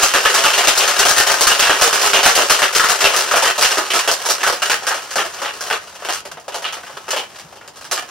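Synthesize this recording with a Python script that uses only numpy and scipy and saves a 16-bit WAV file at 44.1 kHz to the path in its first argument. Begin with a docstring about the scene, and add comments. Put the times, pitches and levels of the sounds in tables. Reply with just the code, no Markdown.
"""A hand-held steel cocktail shaker full of ice rattles in a small kitchen, hard at first, then easing off.
Each blow is a first contact and a rattle of lesser ones; each contact rings damped modes of the steel shell
and sets off short noise bursts for the crack of ice on ice. Between blows the ice rolls and the drink sloshes
as noise. Hard walls answer with decaying noise tails, over soft low bumps and low room air.
The loudest blows overload the stereo microphone."""
import sys
import numpy as np
from scipy import signal
from scipy.fft import rfft, irfft, next_fast_len
from scipy.io import wavfile

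SR = 44100
rng = np.random.default_rng(int(sys.argv[2]) if len(sys.argv) > 2 else 0)


def wrap_up_sound(samples):
    """Save the sound to the file named by the first command line argument, as 16-bit audio."""
    columns = np.atleast_2d(samples).T
    # keep every value between -1 and 1, then stretch to whole-number steps
    tamed = np.clip(columns, -1, 1)
    steps = np.round(tamed * 32767).astype(np.int16)
    wavfile.write(sys.argv[1], SR, steps)


N = 357210  # samples in the scene


def amp(db):
    """Decibels to gain."""
    return 10 ** (np.asarray(db) / 20)


def unit(x):
    """Scaled to rms 1."""
    return x / np.sqrt(np.mean(x ** 2) + 1e-20)


def along(points, hz):
    """(Hz, value) points read on a log frequency axis."""
    point_hz, value = np.transpose(points)
    return np.interp(np.log(hz + 1), np.log(point_hz + 1), value)


def curve(rows, s):
    """A (s, value) table read at times s."""
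    return np.interp(s, *np.transpose(rows))


def filtered(x, response):
    """x shaped by a complex response of frequency."""
    size = next_fast_len(N + SR // 2)
    spectrum = rfft(x, size) * response(np.fft.rfftfreq(size, 1 / SR))
    return irfft(spectrum, size)[..., :N]


def train(s, size):
    """Impulses of the given sizes at times s."""
    sample = np.clip(np.round(s * SR).astype(int), 0, N)
    return np.bincount(sample, size, N + 1)[:N]


# Blows of the ice pile, each followed by a rattle; low_db and treble_db are the lows and treble against level_db,
# and only their distance from the median blow is used:
# start_s [s], level_db [dB], rattle_t60_s [s], low_db [dB], treble_db [dB]
BLOWS = [(0.027, 1, 0.38, -19, -15), (0.139, 4.5, 0.29, -21.5, -18.5), (0.253, 0.5, 0.26, -15, -14),
         (0.298, -2.5, 0.29, -20, -20.5), (0.343, -4.5, 0.48, -19, -6), (0.378, -2, 0.2, -17.5, -16.5),
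         (0.44, -2, 0.53, -12, -10.5), (0.536, -5, 0.35, -27, -14), (0.579, 0, 0.3, -14.5, -11.5),
         (0.64, -4.5, 0.3, -22, -15.5), (0.674, 0.5, 0.23, -17, -11), (0.754, -10, 0.35, -21, -11),
         (0.777, -8.5, 0.49, -13, -8), (0.8, -3.5, 0.89, -20, -15), (0.878, -3.5, 0.43, -23, -14.5),
         (0.899, -4, 0.17, -22, -20), (0.962, -11.5, 0.32, -26, -14), (0.992, -3, 6.0, -18, -12),
         (1.015, -2, 0.28, -21, -15.5), (1.053, -2.5, 0.83, -13, -16.5), (1.086, 0, 0.22, -13, -10),
         (1.166, -1.5, 2.3, -18.5, -14.5), (1.27, -4, 1.2, -20, -12), (1.3, 1, 0.39, -22.5, -20.5),
         (1.41, 2.5, 0.18, -17, -13.5), (1.47, -3, 0.73, -22, -10.5), (1.503, 1.5, 0.36, -21.5, -13.5),
         (1.595, -1.5, 0.36, -20, -14.5), (1.622, 1.5, 0.59, -23, -13.5), (1.696, 5, 0.24, -14, -15.5),
         (1.786, -15, 0.34, -10, -10.5), (1.814, 1, 0.83, -16.5, -14), (1.93, 1, 0.27, -17.5, -14.5),
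         (2.016, -10, 0.28, -19, -11.5), (2.044, -1, 0.37, -16, -12), (2.134, 2, 0.4, -14.5, -14.5),
         (2.231, -4, 0.59, -19, -12), (2.255, 3.5, 0.38, -16.5, -12.5), (2.354, 0, 1.5, -18, -14),
         (2.378, 7, 0.3, -17.5, -25.5), (2.499, 1, 0.36, -11.5, -14), (2.591, -5, 0.14, -13, -18),
         (2.62, -0.5, 0.26, -19, -12.5), (2.729, -12.5, 0.28, -22, -13), (2.751, -3.5, 0.76, -13.5, -11.5),
         (2.797, 0.5, 0.18, -26, -19), (2.833, -6.5, 6.0, -34, -18), (2.888, 2.5, 0.41, -23.5, -19),
         (3.007, 0, 0.97, -15, -16), (3.043, -0.5, 0.21, -16, -7.5), (3.137, -9, 6.0, -16.5, -15),
         (3.165, 0, 0.39, -20, -15.5), (3.29, -21, 2.6, -11, -16), (3.312, -7, 0.37, -19, -11),
         (3.338, 1, 0.17, -19.5, -19), (3.36, 2, 0.22, -18, -17.5), (3.423, -4, 6.0, -14, -13.5),
         (3.447, 2, 0.5, -19.5, -17.5), (3.581, -5.5, 0.48, -13, -18), (3.612, 1.5, 0.8, -26, -17),
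         (3.773, -5, 0.36, -11.5, -19.5), (3.853, -20, 1.5, -26, -29), (3.904, -15, 6.0, -11.5, -4),
         (3.937, -3, 6.0, -13.5, -15.5), (3.992, -3.5, 0.11, -18, -12.5), (4.029, -13, 1.3, -22.5, -20),
         (4.077, -4, 0.4, -6.5, -14.5), (4.115, -8, 0.12, -8, -4), (4.217, -26, 6.0, -18, -12),
         (4.254, -14.5, 6.0, -9.5, -11), (4.289, -3, 0.34, -16, -11.5), (4.382, -15, 0.12, -22, -34),
         (4.408, -16, 6.0, -14, -13), (4.433, 2, 0.23, -25, -18), (4.466, 0.5, 0.39, -21, -23.5),
         (4.526, -6, 0.2, -16, -18), (4.621, -7.5, 0.22, -13, -12.5), (4.654, -13, 0.57, -19, -8.5),
         (4.699, 1.5, 0.27, -19, -17), (4.824, -16, 0.54, -14, -25), (4.869, -5, 6.0, -20, -17),
         (4.908, -2, 0.39, -24, -20), (4.944, -6, 0.23, -15.5, -17.5), (5.019, -24, 0.54, -17, -32),
         (5.108, -23, 0.86, -19, -5.5), (5.158, -8.5, 6.0, -16, -14), (5.183, 0, 0.28, -22, -19),
         (5.24, -10.5, 0.26, -17, -19), (5.327, -21, 0.4, -22, -18), (5.381, -22.5, 0.4, -16, -15),
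         (5.419, -8, 0.22, -13, -17.5), (5.449, -8.5, 0.29, -17, -20.5), (5.53, -26, 0.5, -16, -27),
         (5.609, -16, 0.2, -13, -10.5), (5.665, -15, 0.34, -11, -17), (5.702, -3, 0.41, -16, -19.5),
         (5.951, -25, 0.06, -18, -36), (5.992, -19, 0.072, -15, -33), (6.022, -18.5, 0.4, -13.5, -19.5),
         (6.05, -6.5, 0.26, -16, -23.5), (6.088, -9.5, 0.43, -10.5, -19), (6.126, -7.5, 0.24, -13, -15),
         (6.254, -24.5, 0.13, -3, -6.5), (6.316, -14.5, 0.11, -20, -18), (6.372, -24.5, 0.19, -9, -21),
         (6.4, -29, 0.14, -16, -17), (6.441, -48, 2.4, -7, -4), (6.482, -15.5, 0.12, -10, -15),
         (6.521, -23, 6.0, -13, -17), (6.545, -10.5, 0.28, -11, -16), (6.622, -17, 6.0, -20, -16),
         (6.644, -8, 0.38, -22, -17), (6.726, -12.5, 0.32, -16.5, -19), (6.77, -17, 0.12, -13, -16),
         (6.834, -10.5, 0.053, -25, -29), (6.865, -16.5, 0.19, -21, -26), (6.897, -20, 0.18, -17, -29),
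         (6.971, -10.5, 0.083, -19, -24), (7.082, -17.5, 6.0, -10, -15.5), (7.107, -11, 0.16, -14, -9.5),
         (7.131, -9.5, 0.26, -11, -16), (7.164, -7, 0.25, -14, -15), (7.359, -21, 0.047, -20, -19.5),
         (7.389, -21, 0.15, -16, -15.5), (7.525, -27, 0.16, -3, -21), (7.558, -26.5, 0.13, -15, -16),
         (7.612, -28, 0.56, -13, -27), (7.635, -30, 1.0, -12, -32), (7.678, -19, 0.077, -17, -18),
         (7.76, -29.5, 0.34, -15, -13.5), (7.812, -20.5, 0.2, -17, -18), (7.845, -25.5, 0.19, -14, -5),
         (7.914, -5.5, 0.33, -16, -14), (7.972, -9.5, 0.24, -18, -16.5), (8.082, -29, 0.22, -9, -31)]
# Usual drive of the low, body, cap and treble parts of the shell: drive_db [dB]
PARTS_DB = [-9.5, -1, -8, -6.5]
# How far each of the four parts follows a bright blow: share [dB per dB]
FOLLOWS_TREBLE = [0, 0.22, 0.53, 0.96]
FOLLOWS_LOW = 0.83  # how far the low part follows a deep blow, dB per dB
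SCATTER_DB = 2.5  # chance scatter of the parts from blow to blow
FIRST_DB, RATTLE_DB = -2.5, -7.5  # first contact, and base level of the rattle, against the blow's level
STRAGGLE_DB = 12  # extra loss per rattle length once the rattle is over
GAP_SHARE, LONGEST_S = 0.55, 0.05  # a rattle fills this share of the wait for the next blow, up to a limit
USUAL_RATTLE_S = 0.024


def rattle_contacts(count, spread_db, reach):
    """Ice thrown against one end: time, dB, blow number and the drive of each shell part, per contact."""
    s, level_db, t60, low_db, treble_db = np.transpose(BLOWS)[..., None]
    length = np.minimum(GAP_SHARE * np.diff(s, axis=0, append=N / SR), LONGEST_S)
    draw = rng.random((len(s), 2, count))
    # one contact in each equal slot, in rattle lengths; the first is the blow itself
    when = reach * (np.arange(count) + draw[:, 0]) / count
    when[:, 0] = 0
    rattle_db = RATTLE_DB - 60 * length * np.minimum(when, 1) / t60
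    # a longer rattle spreads the same number of contacts wider, so each must be stronger
    rattle_db = rattle_db + 10 * np.log10(length / USUAL_RATTLE_S)
    rattle_db = rattle_db - STRAGGLE_DB * np.maximum(when - 1, 0)
    rattle_db = rattle_db - spread_db * np.log(draw[:, 1] + 0.027)
    contact_db = level_db + np.where(when == 0, FIRST_DB, rattle_db)
    scatter = SCATTER_DB * rng.standard_normal((len(s), len(PARTS_DB)))
    parts_db = PARTS_DB + (treble_db - np.median(treble_db)) * FOLLOWS_TREBLE + scatter
    parts_db[:, :1] += FOLLOWS_LOW * (low_db - np.median(low_db))
    rows = [s + length * when, contact_db, np.arange(len(s))[:, None], *parts_db.T[..., None]]
    return [np.broadcast_to(row, when.shape).ravel() for row in rows]


# Ice rolling between blows, before it settles: time_s [s], level_db [dB]
TUMBLE = [(0.0, -11.5), (1.17, -12.5), (2.1, -11), (2.6, -12.5), (2.73, -18.5), (2.84, -12.5), (3.41, -16),
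          (3.56, -17), (3.72, -7), (3.85, -19.5), (4.3, -20.5), (4.6, -24), (5.68, -26), (5.92, -30.5),
          (6.48, -45), (6.68, -32), (7.4, -33.5), (7.62, -41.5), (8.1, -33)]
SETTLE_DB_PER_S, SETTLE_MOST_DB = 99, 4.5  # rolling quietens after each blow, down to a limit


def rolling_db(t):
    """Level of the rolling ice: the slow curve, settling since the latest blow."""
    s = np.transpose(BLOWS)[0]
    since = t - s[np.maximum(np.searchsorted(s, t) - 1, 0)]
    return curve(TUMBLE, t) - np.clip(SETTLE_DB_PER_S * since, 0, SETTLE_MOST_DB)


# Rolling ice's drive of the low, body, cap and treble parts of the shell: drive_db [dB]
ROLL_PARTS_DB = [-7.5, 0, -7, -5]


def rolling_contacts(rate, spots, spread_db):
    """Loose ice touching the steel at random times, taking turns on a few spots."""
    s = rng.random(round(rate * N / SR)) * N / SR
    db = rolling_db(s) - spread_db * np.log(rng.random(len(s)) + 0.32)
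    spot = len(BLOWS) + np.arange(len(s)) % spots
    return [np.broadcast_to(row, s.shape) for row in [s, db, spot, *ROLL_PARTS_DB]]


def contacts(count, rate, spread_db, reach):
    """Every touch of ice on steel, rattling or rolling: time, dB, blow or spot, dB for each shell part."""
    rattle = rattle_contacts(count, spread_db, reach)
    rolling = rolling_contacts(rate, count, spread_db)
    s, db, blow, *parts_db = [np.concatenate(pair) for pair in zip(rattle, rolling)]
    return s, db, blow, np.array(parts_db)


# Centres of the low, body, cap and treble parts of the shell: centre_hz [Hz]
PARTS_HZ = [600, 1600, 3000, 7000]


def part_share(hz):
    """How much of each frequency belongs to each part of the shell, cross-fading between centres."""
    return np.array([along(list(zip(PARTS_HZ, row)), hz) for row in np.eye(len(PARTS_HZ))])


def ring(push, hz, t60):
    """One damped mode: a two-pole resonator driven by impulses."""
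    radius, angle = amp(-60 / t60 / SR), 2 * np.pi * hz / SR
    return signal.lfilter([0, radius * np.sin(angle)], [1, -2 * radius * np.cos(angle), radius ** 2], push)


# Modes of the hand-damped steel shell, each pulled flat or sharp as it plays:
# centre_pitch_hz [Hz], level_db [relative dB], t60_s [s]
SHELL = [(290, -5, .05), (395, 5, .07), (480, 4, .06), (570, 8, .05), (700, 8, .05), (860, 7, .04),
         (1080, 2, .05), (1270, 5, .05), (1480, 1, .045), (1680, 1, .05), (1850, 1, .045), (2300, -4, .02),
         (2780, 7, .035), (2940, 8, .035), (3250, 5, .03), (4740, -3, .007), (5050, -1, .008),
         (5700, -3, .006), (6600, -8, .004)]


def shell(s, db, blow, parts_db, spot_db, detune):
    """Each blow lands on its own spot; the drink inside pulls every mode flat or sharp."""
    sound = np.zeros(N)
    for hz, level_db, t60 in SHELL:
        spot = rng.uniform(-1, 1, blow.max() + 1)[blow]
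        sharp = rng.integers(2, size=blow.max() + 1)[blow]
        mode_db = db + part_share(hz) @ parts_db + level_db - 19.5 + spot_db * spot
        # chance sign and strength for each contact
        size = amp(mode_db) * np.cos(np.pi * rng.random(len(s)))
        sound += ring(train(s, size * sharp), hz * (1 + detune), t60)
        sound += ring(train(s, size * (1 - sharp)), hz * (1 - detune), t60)
    return sound


# Colour of ice on ice and slosh: freq_hz [Hz], level_db [relative dB per Hz]
CRACK = [(150, -58), (250, -21), (354, -10), (555, 2), (1050, 8), (1300, 8.5), (2180, 3), (2880, 2),
         (3730, -3), (5750, -7), (15700, -26.5)]
# Crack in the low, body, cap and treble parts: level_db [relative dB], t60_s [s]
BURSTS = [(4.5, 0.032), (-3.5, 0.03), (5.5, 0.028), (13.5, 0.021)]
# Likeness of the crack at the two capsules: freq_hz [Hz], likeness [0-1]
ALIKE = [(300, 0.63), (3000, 0.93), (8000, 0.7), (15000, 1)]
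SLOSH_DB = -4.5  # the drink against the rolling ice


def crack(s, db, parts_db):
    """Decaying noise bursts of ice on ice over the slosh; shared and unshared signals for the two capsules."""
    slosh = amp(rolling_db(np.arange(N) / SR) + SLOSH_DB)
    out = np.zeros((2, N))
    for k, (part_db, (level_db, t60)) in enumerate(zip(parts_db, BURSTS)):

        def colour(hz):
            """This part's spectrum, split into shared and unshared by the likeness."""
            gain = part_share(hz)[k] * amp(level_db + along(CRACK, hz))
            turn = np.arccos(np.clip(along(ALIKE, hz), 0, 1)) / 2
            return gain * [np.cos(turn), np.sin(turn)]

        # bursts and slosh add as power
        burst_power = signal.lfilter([1], [1, -amp(-2 * 60 / t60 / SR)], train(s, amp(2 * (db + part_db))))
        slosh_power = (slosh * amp(ROLL_PARTS_DB[k])) ** 2
        noise = np.sqrt(burst_power + slosh_power) * rng.standard_normal((2, N))
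        out += filtered(noise, colour)
    return out


# Phase between the capsules: freq_hz [Hz], left_lead_rad [radians]
LEAD = [(5000, 0.03), (9000, 4.5), (10800, -9), (11500, -1.5), (16000, -2)]


def at_capsules(ice, apart):
    """Direct sound at left and right: unshared crack in opposite signs, half the phase lead on each side."""
    sides = np.array([1, -1])
    return filtered(ice + np.outer(sides, apart), lambda hz: np.exp(.5j * np.outer(sides, along(LEAD, hz))))


# The shaker's swing: time_s [s], left_minus_right_db [dB]
PLACE = [(0.0, -0.5), (1.2, 3), (1.98, -1.5), (2.89, 2.5), (3.95, -1.0), (5.44, 1), (5.77, 0.5), (5.98, 1),
         (6.65, -0.5), (6.81, 0.5), (7.56, 1.0), (8.1, -2.0)]


def swing(x):
    """Left and right levels tilt against each other as the shaker swings."""
    pan_db = curve(PLACE, np.arange(N) / SR)
    return amp(np.outer([.5, -.5], pan_db)) * x


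# Decay of the kitchen: freq_hz [Hz], t60_s [s]
WALLS = [(300, 0.19), (2000, 0.26), (6000, 0.11), (15000, 0.067)]
# Kitchen against direct sound: freq_hz [Hz], level_db [dB]
WET = [(200, -6.5), (1000, -8.5), (4000, -3), (12000, -4)]


def kitchen(x, count):
    """The walls' answer as decaying noise; the shaker keeps moving, so each stretch gets a new tail."""
    out, hop = np.zeros((2, N + SR)), -(-N // count)
    for k in range(count):
        hz, t, grain = signal.stft(rng.standard_normal((2, SR // 4)), SR, nperseg=128)
        t60 = along(WALLS, hz)[:, None]
        # dividing by the decay's own energy keeps the level apart from the length
        shape = amp(along(WET, hz)[:, None] - 60 * t / t60) / np.sqrt(t60 * SR / np.log(1e6))
        tail = signal.istft(grain * shape, SR, nperseg=128)[1]
        answer = signal.fftconvolve(x[None, k * hop:(k + 1) * hop], tail, axes=1)
        start = k * hop + round(.003 * SR)  # 3 ms to the walls and back
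        out[:, start:start + answer.shape[1]] += answer
    return out[:, :N]


# Soft low bumps: start_s [s], peak_db [approximate dB], pitch_hz [Hz], t60_s [s]
BUMPS = [(5.158, -40, 184, 0.19), (6.33, -43.5, 155, 0.14), (6.934, -44, 144, 0.13),
         (7.442, -34.5, 157, 0.087)]


def bumps():
    """Short low sines with a soft onset, as of weight shifting on the floor."""
    out, t = np.zeros(N + SR), np.arange(SR // 2) / SR
    for s, peak_db, hz, t60 in BUMPS:
        # 8.5 dB makes up for what the soft onset takes off the peak
        swell = amp(peak_db + 8.5 - 60 * t / t60) * (1 - np.exp(-t / 0.016))
        out[round(s * SR):][:len(t)] += swell * np.sin(2 * np.pi * hz * t)
    return out[:N]


# Colour of the room air: freq_hz [Hz], level_db [relative dB per Hz]
AIR = [(20, -40), (38, -26), (60, -7.5), (120, -8), (300, -8.5), (1000, -5), (5000, -54), (16000, -35)]


def room_tone():
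    """Low steady air of the kitchen: filtered noise, partly shared by both sides."""
    shared, apart = unit(filtered(rng.standard_normal((2, N)), lambda hz: amp(along(AIR, hz))))
    apart = .4 * apart
    return amp(-48.0) * np.array([shared + apart, shared - apart])


def scene():
    """Shaker, walls, bumps and room tone at the two capsules."""
    s, db, blow, parts_db = contacts(count=18, rate=250, spread_db=3.0, reach=1.6)
    s = s - .001  # every contact sounds 1 ms ahead of its listed time
    shared, apart = crack(s, db, parts_db)
    ice = shell(s, db, blow, parts_db, spot_db=7.5, detune=.025) + shared
    # a vessel this small radiates little bass
    small = signal.butter(3, 320, "high", fs=SR, output="sos")
    heard = signal.sosfilt(small, at_capsules(ice, apart) + kitchen(ice, count=110))
    return swing(heard) + bumps() + room_tone()


TOP_HZ = 15800  # nothing passes above this


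def record(dry):
    """Soft overload, lopsided so that the loudest blows leave a low thump, then the band limit."""
    x = dry / (1 + abs(dry / .72) ** 4) ** (1 / 4)
    # the one-sided push passes through a 15 Hz high-pass
    x = x + filtered(0.32 * abs(x) ** 3, lambda hz: 1j * hz / (15 + 1j * hz))
    return np.clip(filtered(x, lambda hz: hz < TOP_HZ), -1, 1)


dry = scene()
out = record(dry)
wrap_up_sound(out)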